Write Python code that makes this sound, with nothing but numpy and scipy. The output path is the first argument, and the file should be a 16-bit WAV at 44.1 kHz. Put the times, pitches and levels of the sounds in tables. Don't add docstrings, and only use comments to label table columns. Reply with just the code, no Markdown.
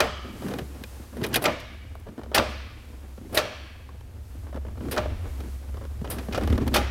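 import sys
import numpy as np
from scipy import signal
from scipy.fft import rfft, irfft, next_fast_len
from scipy.io import wavfile
from scipy.ndimage import uniform_filter1d, map_coordinates

SR = 44100
rng = np.random.default_rng(int(sys.argv[2]) if len(sys.argv) > 2 else 0)


def transcribe(signal):
    frames = np.atleast_2d(signal).T
    limited = np.clip(frames, -1, 1)
    pcm = np.round(limited * 32767).astype(np.int16)
    wavfile.write(sys.argv[1], SR, pcm)


def decibels_to_gain(level_db):
    exponent = np.asarray(level_db, float) / 20
    return 10 ** exponent


N = 304290

# start_s [s], steel_db [dB], housing_db [dB re steel], spring_db [dB re steel], t60_s [s]
BLOWS = [(0.0034, -4.5, -8.5, -21, 0.034), (1.4402, -17.5, 1.5, -11.5, 0.046),
         (1.4556, -7, -1.5, -28, 0.038), (2.3458, -8.5, -5, -13, 0.11), (2.3791, -9, -3.5, -22.5, 0.045),
         (3.3447, -25, -6, -2.5, 0.12), (3.3723, -10, -4.5, -18.5, 0.1), (4.9633, -27.5, 8, -15, 0.023),
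         (4.9751, -19, 2, -25, 0.061), (6.3232, -29, 0, -20, 0.08), (6.3449, -21, 0, -28, 0.08),
         (6.7405, -12, 0, -14, 0.13), (6.7595, -12.5, -7, -17, 0.093)]
# start_s [s], steel_db [dB]
TEETH = [
    (6.4743, -28),
    (6.5006, -31),
    (6.5256, -27.5),
    (6.555, -38),
    (6.5774, -27),
]
# centre_hz [Hz], width_hz [Hz], level_db [dB]
LINKAGE = [(446, 307, 1.5), (650, 517, 0), (1070, 565, -6), (1810, 1360, -21.5), (2860, 300, -22)]
# centre_hz [Hz], width_hz [Hz], level_db [dB]
CONSOLE = [(112.4, 43, -1), (234, 67, 2.5), (369, 138, -4.5)]


def unit(x):
    return x / np.sqrt(np.mean(x ** 2) + 1e-20)


def along(points, hz):
    f, v = np.transpose(points)
    return np.interp(np.log(hz + 1), np.log(f + 1), v)


def wobble(rate):
    knots = rng.standard_normal(int(N * 60 / SR))
    return map_coordinates(knots, [np.arange(N) * rate / SR])


def filtered(x, response):
    m = next_fast_len(N + SR // 2)
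    h = response(np.fft.rfftfreq(m, 1 / SR))
    gain = h / np.sqrt(np.mean(np.abs(h) ** 2))
    return irfft(rfft(x, m) * gain, m)[:N]


def body(x, modes):
    def response(f):
        total = 0
        for k, (centre, width, db) in enumerate(modes):
            damping = 1j * f * width
            total = total + (-1) ** k * decibels_to_gain(db) * damping / (centre ** 2 - f ** 2 + damping)
        return total
    return filtered(x, response)


def bursts(times, db, t60, rise, edge):
    rattle_db = 2
    force, t = np.zeros(N + SR), np.arange(SR // 4) / SR
    for s, level, life in zip(times, db, t60):
        touch = edge * decibels_to_gain(-60 * t / 0.0036)
        rattle = (1 - np.exp(-t / (rise * life / 0.06))) * decibels_to_gain(-60 * t / life)
        chatter_db = rattle_db * np.repeat(rng.standard_normal(256), 44)[:len(t)]
        burst = decibels_to_gain(level + chatter_db) * (rattle + touch) * rng.standard_normal(len(t))
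        force[round(s * SR):][:len(t)] += burst
    return force[:N]


def effort(rows, rise, fall, rest_db):
    t = np.arange(0, N / SR + 0.002, 0.002)
    power = decibels_to_gain(2 * rest_db)
    for s, held, db in rows:
        before, after = (s - t).clip(0), (t - s - held).clip(0)
        power = power + decibels_to_gain(2 * (db - rise * before - fall * after))
    return np.interp(np.arange(N) / SR, t, 10 * np.log10(power))


def microphone_hiss(hiss_db):
    # pitch_hz [Hz], density_db [dB per Hz]
    hiss_colour = [(100, -120), (200, 9), (1000, 6.5), (4000, 3), (8000, 1.5), (13000, 1), (15800, -5)]
    hiss = filtered(rng.standard_normal(N), lambda hz: decibels_to_gain(along(hiss_colour, hz)))
    return decibels_to_gain(hiss_db + 5) * hiss


def cabin_drone():
    # centre_hz [Hz], width_hz [Hz], level_db [dB]
    cabin_air = [(35.8, 17, -14.5), (67.32, 3.76, 5.5), (88.1, 5.1, -7.5), (111, 6.1, -9), (76, 29, -13)]
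    # time_s [s], drone_db [dB]
    lean = [(0.0, -36), (0.42, -43), (2.11, -39.5), (2.17, -63), (2.23, -38), (3.8, -43), (4.65, -34),
            (5.01, -36.5), (5.05, -29), (5.67, -38), (5.73, -32), (6.3, -36.5), (6.55, -18), (6.59, -28),
            (6.9, -29.5)]
    drone = body(rng.standard_normal(N), cabin_air)
    drone = drone / np.abs(signal.hilbert(drone)).clip(.1) ** 0.32
    drone_db = np.interp(np.arange(N) / SR, *np.transpose(lean))
    return decibels_to_gain(drone_db) * unit(drone)


def console_friction(hiss_db):
    # start_s [s], held_s [s], creak_db [dB], rub_db [dB]
    pushes = [(0.27, 0.053, -41, -49), (0.431, 0.16, -30, -39), (0.72, 0.1, -44, -48.5),
              (1.2, 0.12, -30.5, -44), (1.35, 0.05, -29, -31.5), (2.12, 0.19, -46.5, -63),
              (3.27, 0.09, -41.5, -55), (4.42, 0.047, -50.5, -67), (4.84, 0.061, -32.5, -54),
              (5.05, 0.34, -47.5, -47.5), (5.39, 0.048, -40.5, -55), (5.66, 0.086, -48, -50),
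              (6.06, 0.09, -36.5, -47), (6.22, 0.018, -37, -41.5), (6.41, 0.015, -28.5, -32),
              (6.46, 0.21, -30, -41.5), (6.74, 0.033, -25, -50)]
    # start_s [s], creak_db [dB], rub_db [dB]
    shudders = [
        (0.005, -34, -15),
        (1.462, -31.5, -18.5),
        (2.388, -31, -19.5),
        (3.38, -49, -47),
        (4.978, -30.5, -22),
        (6.77, -48, -50),
    ]
    # pitch_hz [Hz], density_db [dB per Hz]
    rub_colour = [(300, -120), (450, 2), (1000, -5.5), (2500, -14.5), (6000, -30.5), (9000, -120)]
    push_rise, push_fall = 212, 192
    sudden, hold_s = 3000, 0.013

    creak_level = decibels_to_gain(effort([(s, held, c) for s, held, c, r in pushes], push_rise, push_fall, -53))
    creak_level += decibels_to_gain(effort([(s, hold_s, c) for s, c, r in shudders], sudden, 146, -120))
    rub_level = decibels_to_gain(effort([(s, held, r) for s, held, c, r in pushes], push_rise, push_fall, -55))
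    rub_level += decibels_to_gain(hiss_db + 2)
    rub_level += decibels_to_gain(effort([(s, hold_s, r) for s, c, r in shudders], sudden, 237, -120))

    slips = wobble(45)
    creak = body(rng.standard_normal(N) * decibels_to_gain(3.0 * slips), CONSOLE)
    lumpy = rng.standard_normal(N) * decibels_to_gain(2.6 * slips + 0.99 * wobble(31))
    rub = filtered(lumpy, lambda hz: decibels_to_gain(along(rub_colour, hz)))
    return creak_level * decibels_to_gain(-1.5) * unit(creak) + rub_level * decibels_to_gain(-7.0) * unit(rub)


def hand():
    # start_s [s], held_s [s], level_db [dB over hiss]
    slides = [(0.44, 0.033, 14), (0.62, 0.27, 7), (0.92, 0.12, 8.5), (1.18, 0.17, 7), (2.85, 0.32, 0.5),
              (3.34, 0.05, 6.5), (4.3, 0.14, 2.5), (4.9, 0.048, 8.5), (5.28, 0.26, 8), (5.7, 0.27, 3),
              (6.2, 0.017, 11), (6.4, 0.026, 9), (6.75, 0.041, 8)]
    hiss_db = -68 + effort(slides, 63, 58, 0)
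    return microphone_hiss(hiss_db) + cabin_drone() + console_friction(hiss_db)


def knocks():
    # start_s [s], level_db [dB], t60_s [s]
    ticks = [(0.465, -25, 0.036), (1.128, -32, 0.09), (2.066, -31, 0.097), (2.215, -28, 0.042),
             (2.259, -29.5, 0.038), (2.316, -25, 0.065), (2.335, -22.5, 0.042), (3.37, -7, 0.04),
             (4.468, -32, 0.055), (4.754, -35, 0.049), (4.773, -31, 0.068), (5.058, -23, 0.033),
             (5.256, -28.5, 0.11), (5.438, -30.5, 0.022), (5.812, -27.5, 0.078)]
    # start_s [s], level_db [dB], thud_db [dB re knock]
    thuds = [(0.246, -29, 0), (0.334, -40.5, 9), (0.81, -35.5, -1), (0.997, -35.5, 0), (2.087, -35, 6),
             (2.179, -29.5, -1), (2.191, -25.5, -1.5), (1.845, -37, -10), (2.9, -44, 8), (3.177, -33, -7),
             (3.212, -44.5, 12), (3.295, -37.5, 1), (4.348, -39.5, 2), (4.544, -25.5, 0.5),
             (4.572, -27, -1.5), (4.65, -29.5, -10), (4.665, -30.5, 0.5), (4.682, -27.5, -5),
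             (4.806, -26, -4), (5.686, -44, 0), (5.742, -29, 1.5), (5.837, -28.5, -2), (6.013, -37.5, 13),
             (6.165, -35.5, 6), (6.285, -27.5, 8.5), (6.311, -26, -3), (6.411, -19, 0), (6.637, -35, 4),
             (6.666, -27, 9.5), (6.716, -27, 1)]
    tick_thud_db, knock_t60 = -17.5, 0.046
    rows = [(s, db, tick_thud_db, t60) for s, db, t60 in ticks]
    rows += [(*row, knock_t60) for row in thuds]
    rows += [(s, db + 2.5, 6.5, knock_t60) for s, db in TEETH]
    s, db, thud_db, t60 = np.transpose(rows)
    tick = body(bursts(s, db - 8.5, t60, rise=0.0017, edge=1.9), LINKAGE)
    thud = body(bursts(s, db + thud_db, t60, rise=0.0026, edge=0.93), CONSOLE)
    return tick + thud


def contacts(rows, base):
    # centre_hz [Hz], width_hz [Hz], level_db [dB]
    steel_modes = [(1646, 480, 3), (2170, 500, 1.5), (2452, 70, 10), (3020, 620, 2), (3900, 670, 2),
                   (4710, 830, 0.5), (5950, 1500, -5), (8260, 1100, -14)]
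    # centre_hz [Hz], width_hz [Hz], level_db [dB]
    spring_modes = [(9170, 1330, 2.5), (10380, 820, 6.5), (12100, 1550, 3.5), (14800, 1600, -2)]
    s, db, base_db, spring_db, t60 = np.transpose(rows)
    steel = body(bursts(s, db - 5.5, t60, rise=0.0016, edge=0.59), steel_modes)
    knock = body(bursts(s, db + base_db - 4.5, 1.55 * t60, rise=0.0027, edge=1.0), base)
    spring = body(bursts(s, db + spring_db + 0.16, 0.81 * t60, rise=0.00073, edge=0.2), spring_modes)
    return steel + knock + spring


def light_contacts():
    # start_s [s], steel_db [dB], base_db [dB re steel], spring_db [dB re steel], t60_s [s]
    clicks = [(0.4833, -32.5, 8, -9, 0.034), (0.5911, -32, 0, -9, 0.023), (0.8373, -26, -5.5, -13, 0.02),
              (1.1683, -44.5, 15, -3.5, 0.046), (1.2307, -30, -10, -17, 0.04),
              (1.2371, -20, 2.5, -15, 0.072), (1.264, -30, 3, -6, 0.044), (1.2864, -46, 1, 1, 0.04),
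              (1.328, -26.5, -30, -21, 0.16), (1.3415, -10.5, -19, -11.5, 0.057),
              (1.3578, -13, 1.5, -6, 0.056), (1.4154, -39, -13, -5, 0.023), (1.4205, -28, 7, -7, 0.13),
              (1.599, -35.5, -23, -15.5, 0.074), (1.953, -44, 15, -3, 0.011),
              (1.9987, -51.5, -10, -5, 0.04), (2.48, -68, -10, 8, 0.72), (3.3268, -41.5, 15, -5, 0.11),
              (4.9117, -25, 3.5, -7.5, 0.15), (5.4037, -38, 7.5, -10, 0.033), (6.1, -29.5, 4, -1, 0.18),
              (6.3317, -26, -21, -19, 0.025), (6.6773, -24, 5, -11, 0.029)]
    # start_s [s], steel_db [dB], base_db [dB re steel], t60_s [s]
    edge_taps = [(0.421, -38.5, 13, 0.035), (0.5068, -38, 12, 0.096), (0.537, -28, 7, 0.022),
                 (0.5853, -27.5, 8, 0.031), (1.2146, -36, 12.5, 0.026), (2.2338, -40.5, 10, 0.03),
                 (3.8903, -52, 18, 0.027), (4.0078, -46, 7, 0.023), (4.5273, -50.5, 21, 0.024),
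                 (4.559, -42, 15.5, 0.027), (4.8484, -53, 19, 0.053), (4.8853, -44, 21, 0.015),
                 (5.77, -41.5, 13, 0.028), (5.8511, -40.5, 9, 0.019), (6.044, -37.5, 13, 0.06),
                 (6.0753, -37, 8, 0.013), (6.184, -30.5, 6.5, 0.057), (6.3766, -27, 15, 0.032),
                 (6.4346, -28, -4, 0.028), (6.7332, -31.5, 8.5, 0.021)]
    tap_spring_db = -16
    taps = edge_taps + [(s, db, 8.5, 0.029) for s, db in TEETH]
    rows = clicks + [(s, db, base_db, tap_spring_db, t60) for s, db, base_db, t60 in taps]
    return contacts(rows, LINKAGE)


def snaps():
    # start_s [s], peak_db [dB], pitch_hz [Hz], t60_s [s]
    steel_snaps = [(0.0034, -2.5, 1350, 0.0095), (0.0094, -14, 1770, 0.012), (0.5392, -24, 1280, 0.0044),
                   (0.5908, -21.5, 3020, 0.012), (0.8375, -20.5, 1750, 0.0096), (1.3578, -11, 3760, 0.036),
                   (1.4386, -27, 1680, 0.011), (1.4538, -3, 2130, 0.008), (2.3475, -3, 4470, 0.011),
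                   (2.3446, -6, 3020, 0.0046), (2.378, 2.5, 970, 0.009), (2.3988, 2.5, 1120, 0.0054),
                   (3.3754, 1, 3930, 0.01), (3.3748, -3.5, 2010, 0.0089), (3.387, -10, 1120, 0.017),
                   (3.8902, -31.5, 1080, 0.027), (4.008, -49, 640, 0.015), (4.9723, -5.5, 1350, 0.013),
                   (5.4024, -43, 1234, 0.0084), (6.347, -8, 1180, 0.0066), (6.4344, -24, 912, 0.0077),
                   (6.473, -37, 1390, 0.013), (6.4996, -33, 1430, 0.0085), (6.5785, -36, 1740, 0.029),
                   (6.6762, -13, 870, 0.011), (6.7406, -6, 3720, 0.0059), (6.76, -1, 950, 0.012)]
    out, t = np.zeros(N + SR), np.arange(SR // 20) / SR
    attack = 1 - np.exp(-t / 0.0001)
    for s, db, hz, t60 in steel_snaps:
        swing = np.sin(2 * np.pi * hz * t) + 0.047 * rng.standard_normal(len(t))
        out[round(s * SR):][:len(t)] += attack * decibels_to_gain(db - 7.5 - 60 * t / t60) * swing
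    return out[:N]


def garage():
    # pitch_hz [Hz], t60_s [s]
    decay = [(200, .35), (600, .55), (1300, 1.05), (2500, 1.25), (4500, 1.1), (6500, .8), (9000, .4),
             (15000, .2)]
    # pitch_hz [Hz], level_db [dB]
    colour = [(200, 11), (600, 2), (1500, -0.5), (3300, -3), (3800, -6), (6000, -11), (7000, -16),
              (15000, -13)]
    # centre_hz [Hz], width_hz [Hz], lift_db [dB]
    frame = [(583, 260, 11.5), (1185, 110, 4.5), (1704, 100, 4.5), (2300, 61, 4.5), (3260, 51, 4)]
    # (centre_hz [Hz], width_hz [Hz], lift_db [dB])
    gates = [
        (0, [(1270, 200, 9), (3000, 150, 7), (4900, 500, 6), (6310, 100, 5), (7800, 500, 5)]),
        (1, [(640, 100, 6), (2200, 300, 6), (2900, 200, 3), (5600, 300, 3)]),
        (2, [(2500, 250, 4), (4800, 300, 4), (5430, 150, 4), (8500, 800, 4)]),
        (3.0, [(560, 150, 4), (2650, 300, 3), (4430, 180, 8), (5700, 200, 5)]),
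        (4, [(670, 100, 5), (2140, 200, 3)]),
        (6, [(1430, 100, 4), (2000, 200, 4), (5700, 150, 4), (10200, 500, 5)]),
    ]
    out, fine = np.zeros(N + 2 * SR), np.fft.rfftfreq(2 * SR, 1 / SR)
    for s, db, _, spring_db, _ in BLOWS:
        hz, t, z = signal.stft(rng.standard_normal(SR), SR, nperseg=256)
        swell = 1 - np.exp(-t / 0.002)
        fall_db = along(colour, hz)[:, None] - 60 * t / along(decay, hz)[:, None]
        z = z * swell * decibels_to_gain(fall_db) * (hz[:, None] > 150)
        tail = signal.istft(z, SR, nperseg=256)[1][:SR]

        ring = frame + [modes for start, modes in gates if start < s][-1]
        lift_db = sum(lift / (1 + (2 * (fine - c) / w) ** 2) for c, w, lift in ring)
        lift_db += 2 * unit(uniform_filter1d(rng.standard_normal(len(fine)), size=80))
        wet_db = -10 + 0.66 * (db + spring_db)
        out[round(s * SR):][:SR] += decibels_to_gain(wet_db) * irfft(rfft(tail, 2 * SR) * decibels_to_gain(lift_db))[:SR]
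    return out[:N]


def bell():
    # pitch_hz [Hz], level_db [dB], t60_s [s]
    housing_tones = [(575, -7, .2), (608, 0, .28), (655, -4, .22), (1200, -14, .25)]
    out, t = np.zeros(N + SR), np.arange(SR // 2) / SR
    attack = 1 - np.exp(-t / 0.00097)
    for s, db, base_db, *_ in BLOWS:
        tones = np.zeros(len(t))
        for hz, level, t60 in housing_tones:
            tones += decibels_to_gain(level + rng.normal(0, 2) - 60 * t / t60) * np.sin(2 * np.pi * hz * t)
        out[round(s * SR):][:len(t)] += decibels_to_gain(db + base_db - 11.5) * attack * tones
    return out[:N]


def gear_blows():
    # centre_hz [Hz], width_hz [Hz], level_db [dB]
    housing = [(358, 38, -2.5), (581, 83, -6), (652, 130, -12), (816, 49, -2.5), (1192, 56, -10.5),
               (1350, 42, -5)]
    return contacts(BLOWS, housing) + bell() + garage()


def scene():
    mix = hand() + knocks() + light_contacts() + snaps() + gear_blows()
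    return mix[None]


def top_cut(x):
    return signal.sosfilt(signal.butter(12, 16960, fs=SR, output="sos"), x)


def record(dry):
    top_hz = 15850
    m = next_fast_len(N + 4096)
    passed = np.fft.rfftfreq(m, 1 / SR) < top_hz
    kept = irfft(rfft(dry, m) * passed, m)[:, :N]
    return top_cut(kept)


dry = scene()
out = record(dry)
transcribe(out)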